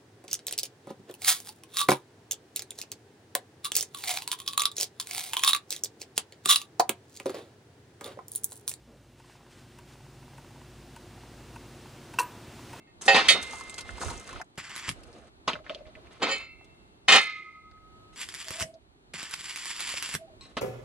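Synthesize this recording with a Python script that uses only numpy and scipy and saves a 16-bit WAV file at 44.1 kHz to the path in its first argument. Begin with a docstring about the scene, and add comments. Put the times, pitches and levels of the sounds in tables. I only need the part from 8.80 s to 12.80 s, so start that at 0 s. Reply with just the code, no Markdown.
"""Pendulum clock with a dropping lever

A wall clock ticks faintly in a quiet room: damped case partials and noise clicks, with tiny wheel clicks between.
Once a lever drops in the movement: ringing modes for plate, back board and lever, noise for rattle and panels.
Rumble, air, hum and hiss lie underneath, made of coloured noise and wavering sines, with one soft bump.
The whole sound grows slowly louder, and a decaying noise tail puts the clock in its room."""
import sys
import numpy as np
from scipy import signal
from scipy.fft import rfft, irfft, next_fast_len
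from scipy.io import wavfile
from scipy.ndimage import map_coordinates

SR = 44100
rng = np.random.default_rng(int(sys.argv[2]) if len(sys.argv) > 2 else 0)


def wrap_up_sound(samples):
    """Save the sound to the file named by the first command line argument, as 16-bit audio."""
    columns = np.atleast_2d(samples).T
    # keep every value between -1 and 1, then stretch to whole-number steps
    tamed = np.clip(columns, -1, 1)
    steps = np.round(tamed * 32767).astype(np.int16)
    wavfile.write(sys.argv[1], SR, steps)


N = 176400  # samples, four seconds

# Partials of the wooden case. Each row: multiple of the case pitch, relative level in dB, T60 in seconds for a beat.
CASE_PARTIALS = [(0.999, 5, 0.041), (1.12, -6.5, .04), (1.62, -2.5, .04), (2.1, -9, 0.034),
                 (2.85, -5.5, 0.032)]
# Slow rise of the room noise. Each row: time in seconds, rumble level in dB, air level in dB, both before trim.
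ROOM_NOISE_LEVELS = [(0.0, -62, -67.5), (0.43, -58.5, -65.5), (0.6, -59, -63), (0.87, -56, -62),
                     (1.53, -54.5, -60.5), (2.8, -50, -56.5), (3.04, -50.5, -56.5), (3.9, -49, -53),
                     (4.0, -49.5, -50)]


def amp(db):
    """Decibels to gain."""
    return 10 ** (np.asarray(db) / 20)


def unit(x):
    """Scale to rms 1."""
    return x / np.sqrt(np.mean(x ** 2) + 1e-20)


def along(points, hz):
    """Read (Hz, value) points on a log frequency axis."""
    point_hz, values = np.transpose(points)
    return np.interp(np.log(hz + 1), np.log(point_hz + 1), values)


def curves(rows):
    """One value per sample for each column after the time."""
    times, *columns = np.transpose(rows)
    return [np.interp(np.arange(N) / SR, times, column) for column in columns]


def wobble(rate):
    """A smooth random curve with rate knots a second."""
    knots = rng.standard_normal(int(N * rate / SR) + 4)
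    return map_coordinates(knots, [np.arange(N) * rate / SR])


def filtered(x, response):
    """Multiply the spectrum of x by a response of frequency, with zero padding."""
    size = next_fast_len(N + SR // 2)
    spectrum = rfft(x, size) * response(np.fft.rfftfreq(size, 1 / SR))
    return irfft(spectrum, size)[..., :N]


def noise(spectrum):
    """Noise of rms 1 coloured by (Hz, dB) points."""
    return unit(filtered(rng.standard_normal(N), lambda hz: amp(along(spectrum, hz))))


def stereo(mid, side):
    """Left and right from middle and side."""
    return np.array([mid + side, mid - side])


def wide(spectrum, width):
    """Coloured noise in stereo; width is the level of the side over the middle."""
    return stereo(noise(spectrum), width * noise(spectrum))


def fade(rise, t60):
    """Half a second of exponential attack and decay, cut at its end."""
    t = np.arange(SR // 2) / SR
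    decay = 1000 ** (-t / t60)  # 60 dB down after t60
    return (1 - np.exp(-t / rise)) * decay


def ring(modes, rise):
    """Struck resonances: a sum of damped sines from (Hz, dB, T60) rows."""
    t = np.arange(SR // 2) / SR
    return sum(amp(db) * fade(rise, t60) * np.sin(2 * np.pi * hz * t) for hz, db, t60 in modes)


def at(start_s, x):
    """Place a short sound in the scene."""
    return np.pad(x, (round(start_s * SR), N))[:N]


def rumble_and_air():
    """Low rumble, nearly mono, and wider air: two coloured noises that grow louder."""
    # Tone of the rumble. Each row: frequency in Hz, relative level in dB.
    rumble_colour = [(20, -17), (40, -15.5), (70, -6.5), (110, 4), (170, -4.5), (330, -2.5), (450, -14),
                     (700, -23.5), (1500, -64)]
    # Tone of the air. Each row: frequency in Hz, relative level in dB.
    air_colour = [(150, -35), (400, -0.5), (600, 1), (760, -0.5), (900, -1.5), (1200, -4), (2000, -6),
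                  (2800, -8.5), (4000, -14), (8000, -61)]
    rumble_trim_db, air_trim_db = -0.5, 1
    rumble_db, air_db = curves(ROOM_NOISE_LEVELS)
    rumble = amp(rumble_db + rumble_trim_db) * wide(rumble_colour, 0.005)
    air = amp(air_db + air_trim_db) * wide(air_colour, 0.095)
    return rumble + air


def wavering_tone(hz, waver_rad):
    """A sine of rms 1 whose phase wanders smoothly."""
    t = np.arange(N) / SR
    return np.sqrt(2) * np.sin(2 * np.pi * hz * t + waver_rad * wobble(6.96))


def hum():
    """Two drones that come and go, and a hum with a faint high whine that rise with the rumble."""
    # Moving levels of the drones. Each row: time in seconds, low drone in dB, high drone in dB.
    drone_levels = [(0, -61, -68), (.6, -69.5, -68), (1.3, -60, -54.5), (1.65, -62.5, -56),
                    (1.95, -56, -58.5), (2.2, -59.5, -59.5), (2.78, -55, -65), (3.0, -63, -56),
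                    (4, -65, -70.5)]
    # Hum and faint high whine. Each row: frequency in Hz, level in dB against the untrimmed rumble level.
    hum_lines = [(120, -11), (240, -13), (360.2, -11), (720.5, -22), (2700, -23), (2940, -32)]
    low_db, high_db = curves(drone_levels)
    rumble_db, _ = curves(ROOM_NOISE_LEVELS)
    drones = amp(low_db) * wavering_tone(54.6, 0.6) + amp(high_db) * wavering_tone(134.6, 0.77)
    hum_and_whine = sum(amp(rumble_db + db) * wavering_tone(hz, 0.15) for hz, db in hum_lines)
    return drones + hum_and_whine


def hiss():
    """Fine wide noise that grows louder, with a few brief, rough-edged swells in the middle."""
    # Level of the hiss. Each row: time in seconds, level in dB before trim.
    hiss_levels = [(0, -69.5), (.35, -69), (.45, -68.5), (1.2, -63.5), (2, -61.5), (3, -59), (3.7, -57.5),
                   (4, -54.5)]
    # Tone of the hiss. 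Each row: frequency in Hz, relative level in dB.
    hiss_colour = [(1000, 0), (2200, -7.5), (3000, -1), (4500, 1), (6500, -1.5), (9000, -4), (11000, -8),
                   (12500, -22.5), (14500, -6), (15500, -11)]
    # Brief soft swells. Each row: start in seconds, length in seconds, level in dB before roughness.
    swell_times = [(0.358, 0.15, -67.5), (0.477, .12, -63), (0.688, 0.18, -62), (0.857, 0.13, -67.5),
                   (1.065, .1, -60.5)]
    # Tone of the swells. Each row: frequency in Hz, relative level in dB.
    swell_colour = [(500, -10), (1500, 5.5), (2800, 3), (6000, -0.5), (9000, -3), (12000, -15),
                    (15000, -18)]
    trim_db, edge_s, rough_db, rough_rate = 0.5, 0.026, 2, 37  # rate in knots a second
    t = np.arange(N) / SR
    level_db, = curves(hiss_levels)
    steady = amp(level_db + trim_db) * wide(hiss_colour, 0.37)
    swells = 0
    for start_s, length_s, db in swell_times:
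        to_edge_s = np.minimum(t - start_s, start_s + length_s - t)
        swells = swells + amp(db) * np.clip(to_edge_s / edge_s, 0, 1)
    roughness = amp(rough_db * wobble(rough_rate))
    return steady + swells * roughness * noise(swell_colour)


def bump():
    """A soft bump in the room: a low damped thump under a burst of dull noise."""
    # The rustle, one row: start in seconds, level in dB, T60 in seconds.
    rustle_row = (0.073, -55.5, 0.72)
    # Tone of the rustle. Each row: frequency in Hz, relative level in dB.
    rustle_colour = [(80, -16), (230, -5), (350, -10), (530, -2), (900, -19), (3000, -32), (9000, -70)]
    # The thump. Each row: frequency in Hz, level in dB, T60 in seconds.
    thump_modes = [(235, -46.5, .13)]
    rise_s = 0.003
    start_s, db, t60 = rustle_row
    thump = at(start_s, ring(thump_modes, rise_s))
    rustle = at(start_s, amp(db) * fade(rise_s, t60)) * noise(rustle_colour)
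    return thump + rustle


def room(x):
    """The room's tail: decaying noise, nearly mono, with its own T60 in each frequency region."""
    # Decay of the room. Each row: frequency in Hz, T60 in seconds.
    room_decay = [(200, 0.31), (1000, 0.56), (3000, 0.25), (8000, 0.27), (15000, 0.18)]
    level_db, width = -19, 0.02
    hz, t, bins = signal.stft(rng.standard_normal((2, SR // 2)), SR, nperseg=256)
    decay = 1000 ** (-t / along(room_decay, hz)[:, None])
    tail = signal.istft(bins * decay, SR, nperseg=256)[1]
    tail = tail / np.linalg.norm(tail[0])
    mid, side = signal.fftconvolve(x[None], tail, axes=1)[:, :N]
    return amp(level_db) * stereo(mid, width * side)


def wheels():
    """Tiny slips in the wheel train ring the case more briefly, each partial slightly off pitch."""
    # Wheel clicks. Each row: start in seconds, gain in dB on the case partials.
    wheel_clicks = [(.445, -54), (0.497, -50.5), (.554, -52.5), (.608, -52.5), (.665, -52), (1.155, -53),
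                    (1.206, -50.5), (1.265, -53), (1.427, -51.5), (1.48, -51), (1.534, -48.5), (1.646, -49),
                    (1.707, -49.5), (1.76, -48.5), (1.815, -48), (2.378, -47), (2.435, -46), (3.058, -44),
                    (3.793, -45), (3.963, -45)]
    pitch_hz, pitch_spread, t60_factor, rise_s = 918, 0.058, 0.47, 0.00054
    spread = rng.standard_normal((len(wheel_clicks), len(CASE_PARTIALS)))
    pitches = pitch_hz * (1 + pitch_spread * spread)
    clicks = 0
    for (start_s, gain_db), row in zip(wheel_clicks, pitches):
        modes = [(hz * multiple, db, t60 * t60_factor)
                 for hz, (multiple, db, t60) in zip(row, CASE_PARTIALS)]
        clicks = clicks + at(start_s, amp(gain_db) * ring(modes, rise_s))
    return clicks


def escapement():
    """A tooth clicks on the pallet and the case answers with a short knock."""
    # Beats. Each row: start in seconds, knock gain in dB on the partials, click level in dB, case pitch in Hz.
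    beats = [(0.397, -50, -57, 914), (0.9850, -46, -48.5, 963), (1.5785, -43.5, -50, 913),
             (2.161, -41.5, -44, 930), (2.7572, -38.5, -46, 926), (3.337, -38.5, -41.5, 923),
             (3.930, -37, -42.5, 914)]
    # Tone of the tooth click. Each row: frequency in Hz, relative level in dB.
    click_colour = [(500, -14), (1500, 6), (2700, 8.5), (4000, -5), (5200, -2), (6500, -1), (9000, 1),
                    (11000, -5), (12600, -18), (15000, -3.5)]
    knock_lag_s, knock_rise_s, click_rise_s, click_t60 = 0.00315, 0.0017, 0.0009, 0.04
    knocks, click_envelope = 0, 0
    for start_s, knock_db, click_db, pitch_hz in beats:
        modes = [(pitch_hz * multiple, db, t60) for multiple, db, t60 in CASE_PARTIALS]
        knocks = knocks + at(start_s + knock_lag_s, amp(knock_db) * ring(modes, knock_rise_s))
        click_envelope = click_envelope + at(start_s, amp(click_db) * fade(click_rise_s, click_t60))
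    return knocks + click_envelope * noise(click_colour)


def plate_and_lever():
    """The lever hits the movement's plate and chokes its ring, while the lever itself rings thinly."""
    # Modes of the plate. Each row: frequency in Hz, relative level in dB, T60 in seconds before the choke.
    plate_modes = [(495, -15, .14), (1028, 9.5, 0.019), (1180, -10, 0.037), (1470, -7, 0.098),
                   (1513, -4, 0.095), (1878, -11.5, 0.094), (2370, -10.5, 0.1), (2644, -9.5, 0.068),
                   (2620, -10, 0.05), (2705, 4.5, 0.061), (3040, -9, 0.03)]
    # Ringing of the lever. Each row: frequency in Hz, level in dB, T60 in seconds.
    lever_modes = [(4350, -40, .12), (5785, -35, 0.058), (6178, -38, 0.091), (8100, -40.5, 0.074),
                   (8042, -39.5, .12), (9300, -46, .13), (10300, -53, 0.064), (13920, -34, .055),
                   (14488, -47, 0.39)]
    plate_db, rise_s, hold_s, choke_db = -18.5, 0.0019, 0.0053, -6.5
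    t = np.arange(SR // 2) / SR
    choke = amp(choke_db * np.clip((t - hold_s) / rise_s, 0, 1))  # steps down after the hold
    plate = amp(plate_db) * choke * ring(plate_modes, rise_s)
    return plate + ring(lever_modes, 0.0008)


def back_board():
    """The lever knocks the back board of the case, which rings in damped wooden modes."""
    # Knocks on the board. Each row: start in seconds, gain in dB on the modes.
    knock_times = [(3.3975, -15), (3.4259, -33)]
    # Modes of the board. Each row: frequency in Hz, relative level in dB, T60 in seconds.
    board_modes = [(426, -29, 0.14), (519, -22, 0.074), (890, -26, 0.2), (983, 2, 0.071), (1074, -20, 0.18),
                   (1225, -29, 0.34), (1660, -26.5, 0.13)]
    return sum(at(start_s, amp(db) * ring(board_modes, 0.0028)) for start_s, db in knock_times)


def rattle():
    """The lever rattles to rest: short bursts of bright noise, the lighter contacts mostly thinner."""
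    # Contacts of the lever. Each row: start in seconds, level in dB, low cut in Hz.
    contacts = [(3.3877, -25.5, 2000), (3.395, -22.5, 4500), (3.402, -28, 2500), (3.414, -32, 6500),
                (3.423, -41, 6500), (3.431, -40.5, 6500)]
    # Tone of the steel. Each row: frequency in Hz, relative level in dB before the low cut.
    steel_colour = [(1700, -24), (3000, -3.5), (3790, -7.5), (4320, 0), (5300, -8), (5960, -3.5),
                    (6600, -6.5), (7900, -3.5), (8500, -6), (9400, -5), (11000, -8.5), (11900, -9),
                    (12600, -37), (14000, -14), (15500, -19)]
    rise_s, t60 = 0.0008, 0.026
    bursts = 0
    for start_s, db, low_hz in contacts:
        steel = filtered(noise(steel_colour), lambda hz: hz ** 3 / np.hypot(hz ** 3, low_hz ** 3))
        bursts = bursts + at(start_s, amp(db) * fade(rise_s, t60)) * unit(steel)
    return bursts


def panels(start_s):
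    """The case panels hum on: their dense, short-lived ringing is a decaying coloured noise."""
    # Tone of the panels. Each row: frequency in Hz, relative level in dB.
    panel_colour = [(200, -30), (400, -2), (700, -10), (880, 2), (1000, 1), (1170, -5), (1350, -7),
                    (1600, 1.5), (2100, -13), (2450, -10), (2720, -2.5), (3100, -14.5), (6000, -45)]
    return at(start_s, amp(-33.5) * fade(0.003, 0.23)) * noise(panel_colour)


def lever_drop():
    """One drop heard as plate, lever ring, board knocks, rattle and panels together."""
    drop_s = 3.3865
    return at(drop_s, plate_and_lever()) + back_board() + rattle() + panels(drop_s)


def scene():
    """The clock straight ahead in its room, over the background."""
    background = rumble_and_air() + hum() + hiss() + bump()
    clock = wheels() + escapement() + lever_drop()
    return background + room(clock) + clock


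def record(dry):
    """A steep band limit: nothing is kept from 15.6 kHz upwards."""
    return filtered(dry, lambda hz: hz < 15600)


dry = scene()
out = record(dry)
wrap_up_sound(out)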